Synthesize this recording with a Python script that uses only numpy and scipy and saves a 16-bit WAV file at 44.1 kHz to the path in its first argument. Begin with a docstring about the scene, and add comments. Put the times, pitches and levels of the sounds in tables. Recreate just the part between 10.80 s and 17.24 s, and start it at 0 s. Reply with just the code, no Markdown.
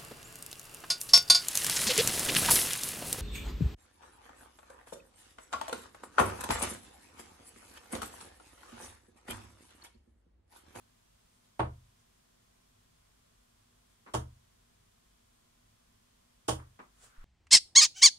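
"""In a small, quiet bedroom, three darts thud into a bristle board hung on a wooden door. Each impact excites
free vibration: the flight rattles, the steel point ticks, the board's knock rings in the room's resonances and
the low modes of door and room boom; reflections and a short reverberation follow. The thrower moves with soft
brushing sounds and dull knocks underfoot, then rustles and steps forward. A small fan hums faintly in the
steady room tone."""
import sys
import numpy as np
from scipy import signal
from scipy.fft import rfft, irfft, next_fast_len
from scipy.io import wavfile
from scipy.ndimage import uniform_filter1d

SR = 44100
rng = np.random.default_rng(int(sys.argv[2]) if len(sys.argv) > 2 else 0)


def waveform_to_disk(signal):
    """Save audio, clipped to [-1, 1], as 16-bit WAV at the path in sys.argv[1]."""
    frames = np.transpose(np.atleast_2d(signal))
    scaled = np.clip(frames, -1, 1) * 32767
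    samples = np.round(scaled).astype(np.int16)
    wavfile.write(sys.argv[1], SR, samples)


N = 284129
TIME = np.arange(N) / SR
NOISE_HZ = np.fft.rfftfreq(2 * next_fast_len(N), 1 / SR)
RING_SIZE = 32768   # samples allowed for a free decay
RING_TIME, RING_HZ = TIME[:RING_SIZE], np.fft.rfftfreq(RING_SIZE, 1 / SR)


def from_db(db):
    """Amplitude ratio: a factor of ten for every 20 dB."""
    return 10 ** (np.asarray(db) / 20)


def unit_rms(x):
    """Normalisation to unit mean power."""
    return x / np.sqrt(np.mean(x ** 2) + 1e-20)


def at_hz(points, hz):
    """Interpolation of a table on a log-frequency axis."""
    frequencies, values = np.transpose(points)
    return np.interp(np.log(np.maximum(hz, 1)), np.log(frequencies), values)


def add(out, start_s, sound):
    """Superposition: a sound joins the mix at its start time."""
    start = int(round(start_s * SR))
    out[:, start:start + sound.shape[-1]] += sound[..., :N - start]


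def soften(x, cutoff_hz):
    """Low-pass filtering: a soft contact carries little treble."""
    return signal.sosfilt(signal.butter(2, cutoff_hz, fs=SR, output="sos"), x)


def click(spectrum):
    """Minimum phase: the shortest causal pulse that has this spectrum."""
    cepstrum = irfft(np.log(from_db(at_hz(spectrum, RING_HZ))))
    cepstrum[1:] *= 2
    return irfft(np.exp(rfft(cepstrum[:RING_SIZE // 2], RING_SIZE)))


def decay(t60_s):
    """Exponential damping: a fall of 60 dB in t60_s."""
    return from_db(-60 * RING_TIME / t60_s)


def ring(modes):
    """Free vibration: each struck mode is a damped sinusoid."""
    return sum(np.sign(polarity) * from_db(level_db) * decay(t60_s) * np.sin(2 * np.pi * hz * RING_TIME)
               for hz, level_db, t60_s, polarity in modes)


def whitened(sound):
    """Whitening: many paths or contacts share energy evenly, giving a spectrum without broad bumps."""
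    spectrum = rfft(sound, RING_SIZE)
    smooth_power = uniform_filter1d(uniform_filter1d(np.abs(spectrum) ** 2, size=35), size=35)
    return spectrum / np.sqrt(smooth_power)


def left_right(mid, side, correlation):
    """Partial coherence: mid and side spectra mix into a stereo pair with this correlation."""
    return irfft(np.sqrt((1 + correlation) / 2) * mid + np.sqrt((1 - correlation) / 2) * side * [[1], [-1]])


def stereo_noise(gain, correlation):
    """Spectral shaping: noise of unit rms with a gain and a correlation at each frequency."""
    mid, side = gain * rfft(rng.standard_normal((2, 2 * len(gain) - 2)))
    return unit_rms(left_right(mid, side, correlation))


# background rumble and hiss: frequency_hz, relative_density_db
AIR_SPECTRUM = [(12, -43), (20, 2), (22, -15), (42, -5), (144, -9.5), (238, -9.5), (274, -18.5), (324, -15),
                (416, -14.5), (667, -15), (725, -17.5), (1040, -16), (2150, -21), (8880, -22.5),
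                (15500, -31.5)]
# likeness of the background at left and right: frequency_hz, correlation
AIR_CORRELATION = [(60, 1), (180, 0.88), (550, -0.76), (1650, 0.06), (4970, -0.02), (15000, -0.2)]
# the fan's noise bands: centre_hz, half_width_hz, level_db
FAN_BANDS = [(47, 6, -76.5), (105.3, 9.2, -79), (243.6, 14, -85.5), (3320, 300, -85.5)]

def room_tone(air_db=-69):
    """Incoherent addition: the background and the fan's noise bands sum in power."""
    power = (from_db(air_db) * unit_rms(from_db(at_hz(AIR_SPECTRUM, NOISE_HZ)))) ** 2
    for centre_hz, half_width_hz, level_db in FAN_BANDS:
        band = unit_rms(1 / (1 + ((NOISE_HZ - centre_hz) / half_width_hz) ** 2))
        power += (from_db(level_db) * band) ** 2
    noise = stereo_noise(np.sqrt(power), at_hz(AIR_CORRELATION, NOISE_HZ))
    return np.sqrt(power.mean()) * noise[:, :N]


# the fan's tones: harmonic_number, level_db
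FAN_HARMONICS = [(5, -86), (14, -93), (21, -93), (22, -94), (23, -102.5), (24, -96)]

def fan(rotation_hz=48.8):
    """Periodic rotation radiates harmonics of its rate, in a different phase at left and right."""
    out = np.zeros((2, N))
    for harmonic, level_db in FAN_HARMONICS:
        cycles = round(harmonic) * rotation_hz * TIME + rng.random((2, 1)) / 4
        out += np.sqrt(2) * from_db(level_db) * np.sin(2 * np.pi * cycles)
    return out


# hiss of a brushing stroke: frequency_hz, relative_density_db
BRUSH_SPECTRUM = [(60, -55.5), (220, -22), (400, -4), (1200, -7.5), (2200, -10.5), (4500, -10),
                  (7500, -10.5), (9500, -7), (11500, -21), (15000, -23)]
# strokes as the thrower moves: peak_s, level_db, time_constant_s, bright_hz
BRUSH_STROKES = [(.55, -75, 0.065, 9000), (.655, -74, .035, 4000), (1.205, -74, 0.027, 6500),
                 (3.109, -76.5, 0.054, 8900), (6.244, -56.5, 0.035, 7300)]

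def brushing(lift_db=7, half_width_octaves=0.23):
    """Amplitude-modulated noise: each stroke swells and fades exponentially, with one band lifted."""
    out = np.zeros((2, N))
    hz = np.fft.rfftfreq(2 * next_fast_len(N // 2 + 1), 1 / SR)
    for peak_s, level_db, time_constant_s, bright_hz in BRUSH_STROKES:
        octaves = np.log2(np.maximum(hz, 1) / bright_hz)
        band_db = lift_db / (1 + (octaves / half_width_octaves) ** 2)
        hiss = stereo_noise(from_db(at_hz(BRUSH_SPECTRUM, hz) + band_db), correlation=0.18)[:, :N]
        out += from_db(level_db) * hiss * np.exp(-np.abs(TIME - peak_s) / time_constant_s)
    return out


# reverberation time by band: centre_hz, t60_s
REVERB_TIMES = [(100, 0.3), (400, 0.23), (1100, 0.22), (3000, 0.18), (8000, 0.18), (15000, 0.23)]
# direct sound and first reflections: left_delay_s, right_delay_s, relative_db
EARLY_PATHS = [(.0006, .0001, -16.5), (.0047, .0047, -16), (0.0112, .0112, -9.5)]
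# likeness of the room's sound field at left and right: frequency_hz, correlation
ROOM_CORRELATION = [(120, 0.66), (230, .78), (340, 0.59), (500, 0.12), (770, 0.037), (1200, -0.086),
                    (2700, -0.24), (8000, 0)]

def through_room(sound, tail_db=-3, tail_rise_s=0.00061):
    """Convolution with the room's response: a few clear paths, then a diffuse tail dying band by band."""
    noise = rfft(rng.standard_normal((2, RING_SIZE)))
    centres_hz = [hz for hz, _ in REVERB_TIMES]
    tail = np.zeros((2, RING_SIZE))
    for weights, (_, t60_s) in zip(np.eye(len(centres_hz)), REVERB_TIMES):
        band = at_hz(list(zip(centres_hz, weights)), RING_HZ)
        tail += irfft(noise * band) * decay(t60_s)
    tail *= 1 - np.exp(-RING_TIME / tail_rise_s)
    left, right = from_db(tail_db) * unit_rms(tail) / np.sqrt(RING_SIZE)
    for left_delay_s, right_delay_s, relative_db in EARLY_PATHS:
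        left[int(left_delay_s * SR)] += from_db(relative_db)
        right[int(right_delay_s * SR)] += from_db(relative_db)
    response = left_right(whitened(left + right), whitened(left - right), at_hz(ROOM_CORRELATION, RING_HZ))
    return signal.fftconvolve(sound[None], response[:, :RING_SIZE // 2], axes=1)


# one contact of flight and shaft: frequency_hz, level_db
RATTLE_SPECTRUM = [(600, -23.5), (2100, -17.5), (3100, 6.5), (4100, -6), (5200, 0), (6100, -1), (7000, 0),
                   (9000, -5), (10200, -3.5), (11000, -11), (13000, -18.5), (15500, -21)]

def flight_rattle(t60_s=0.033):
    """Repeated impact: the flight chatters in its shaft in a dense, quickly dying run of contacts."""
    contacts = rng.standard_normal(RING_SIZE) * decay(t60_s)
    chatter = irfft(whitened(contacts))[:SR // 20]
    return through_room(signal.fftconvolve(click(RATTLE_SPECTRUM), chatter))


# contact of the steel point: frequency_hz, level_db
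TICK_SPECTRUM = [(2000, -53.5), (6000, -16.5), (7800, -14.5), (8900, 11.5), (10200, -10), (11500, -21),
                 (15500, -27)]

def point_tick():
    """Hard impact: the point's brief contact puts its energy in the treble."""
    return through_room(click(TICK_SPECTRUM))


# resonances of the room that colour the board's knock: pitch_hz, level_db, t60_s
KNOCK_RESONANCES = [(310, -34, 0.25), (326, -30, 0.19), (365, -38, 0.068), (415, -33, 0.17), (475.7, -31, 0.19),
                    (558, -36, 0.095), (572.5, -31.5, .11), (625, -28.5, .14), (675.4, -32, 0.08),
                    (735, -36, 0.091), (801, -27.5, 0.097), (853, -26.5, .12), (902, -27.5, 0.12),
                    (947, -35, 0.23), (1092, -29, 0.15), (1129, -31, .09), (1212, -37, .06), (1349, -42, 0.05),
                    (1470, -40.5, 0.074), (1505, -41, .08)]

def board_knock(lowest_mode_db, braking_s=0.0015, scatter_t60_s=0.065):
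    """Modal excitation: the spot that is hit sets the strength and polarity of each mode."""
    offsets_db, polarities = rng.standard_normal((len(KNOCK_RESONANCES), 2)).T
    offsets_db[0] += lowest_mode_db
    pitches_hz, levels_db, t60s_s = np.transpose(KNOCK_RESONANCES)
    struck = ring(zip(pitches_hz, levels_db + offsets_db, t60s_s, polarities))
    spectrum = rfft(struck * (1 - np.exp(-RING_TIME / braking_s)))   # the bristles brake the dart
    # scattering off nearby walls makes left and right differ
    scatter = whitened(rng.standard_normal(RING_SIZE) * decay(scatter_t60_s))
    return left_right(spectrum, spectrum * scatter, at_hz(ROOM_CORRELATION, RING_HZ))[:, :RING_SIZE // 2]


# thud of the barrel's weight: frequency_hz, level_db
PUNCH_SPECTRUM = [(150, -7.5), (260, 6), (350, 16), (800, 15), (1400, 10), (2000, 2), (3000, -2),
                  (4500, -6.5), (7000, -23), (15000, -10)]

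def barrel_punch():
    """Momentum transfer: the barrel's weight drives the board with one short pulse."""
    return through_room(click(PUNCH_SPECTRUM))


# low modes of door and room: pitch_hz, level_db, t60_s, polarity
DOOR_MODES = [(41, -46, .55, -1), (74, -30, .25, 1), (77.6, -35, .42, -1), (96.5, -42, .5, 1),
              (112.8, -30, .19, 1), (124.7, -33.5, .42, -1), (139.8, -37, .15, -1), (175, -41, .24, 1),
              (208, -40.5, .27, -1)]

def door_boom(rise_s=0.02):
    """Standing waves take time to build; their long wavelengths reach left and right alike."""
    return (1 - np.exp(-RING_TIME / rise_s)) * ring(DOOR_MODES)


# dart impacts, with a gain for each part:
# start_s, knock_db, boom_db, rattle_db, tick_db, tick_lead_s, cutoff_hz, lowest_mode_db
DART_HITS = [(0.794, -1, 3.5, -23.5, -22.5, .002, 3348, -2),
             (3.3397, -4.5, 2.5, -3, -12, 0.0015, 3020, 1.5),
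             (5.6841, -3.5, 1.5, 3, -4.5, 0.0045, 3230, 4.5)]

def darts(rattle_lead_s=0.003, left_minus_right_db=-1.6):
    """Impact excitation: tick and rattle sound just before board and door respond."""
    out = np.zeros((2, N))
    pan = from_db([[left_minus_right_db / 2], [-left_minus_right_db / 2]])
    for start_s, knock_db, boom_db, rattle_db, tick_db, tick_lead_s, cutoff_hz, lowest_mode_db in DART_HITS:
        for knock in board_knock(lowest_mode_db), barrel_punch():
            add(out, start_s, pan * from_db(knock_db) * soften(knock, cutoff_hz))
        add(out, start_s, from_db(boom_db) * door_boom())
        add(out, start_s - rattle_lead_s, pan * from_db(rattle_db) * flight_rattle())
        add(out, start_s - tick_lead_s, pan * from_db(tick_db) * point_tick())
    return out


# one contact underfoot: frequency_hz, level_db
UNDERFOOT_SPECTRUM = [(80, -35.5), (200, -4.5), (400, -4.5), (700, -8), (1100, 0.5), (1600, -6.5),
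                      (2300, -12), (3200, -22.5), (6000, -27), (15000, -31.5)]
# double knocks underfoot: start_s, gain_db, cutoff_hz, gap_s, second_relative_db
UNDERFOOT_KNOCKS = [(3.263, -8.5, 5000, .014, -1.5), (5.79, -7.5, 2040, .016, -11),
                    (5.991, -3.5, 3500, 0.0049, -6.5)]

def weight_shifts():
    """Soft impact: pairs of dull contacts sound underfoot as the thrower shifts his weight."""
    out = np.zeros((2, N))
    for start_s, gain_db, cutoff_hz, gap_s, second_relative_db in UNDERFOOT_KNOCKS:
        contact = from_db(gain_db) * soften(click(UNDERFOOT_SPECTRUM), cutoff_hz)
        add(out, start_s, through_room(contact))
        add(out, start_s + gap_s, from_db(second_relative_db) * through_room(contact))
    return out


def rustle(start_s=6.144, attack_s=0.05, gain_db=-73.5, growth_db_per_s=30):
    """Friction noise in one broad resonance grows as the step gathers pace."""
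    centre_hz, half_width_hz = 1390, 220
    resonance = NOISE_HZ / np.hypot(NOISE_HZ ** 2 - centre_hz ** 2, 2 * half_width_hz * NOISE_HZ)
    rubbing = stereo_noise(resonance, correlation=0.083)[:, :N]
    age_s = np.maximum(TIME - start_s, 0)
    envelope = np.minimum(age_s / attack_s, 1) * from_db(gain_db + growth_db_per_s * age_s)
    return envelope * soften(rubbing, cutoff_hz=4000)


def footfall(start_s=6.376, pitch_hz=19, level_db=-43, t60_s=1.0):
    """Damped oscillation: the step sways the floor in one very low mode."""
    out = np.zeros((2, N))
    sway = ring([(pitch_hz, level_db, t60_s, 1)])
    add(out, start_s, soften(sway, cutoff_hz=67.5))
    return out


def scene():
    """Linear superposition of darts, thrower and the quiet room."""
    return darts() + weight_shifts() + brushing() + rustle() + footfall() + room_tone() + fan()


def record(dry, cutoff_hz=15600):
    """Band limiting: a steep elliptic low-pass removes the highest treble."""
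    return signal.sosfilt(signal.ellip(10, .1, 80, cutoff_hz, fs=SR, output="sos"), dry)


dry = scene()
out = record(dry)
waveform_to_disk(out)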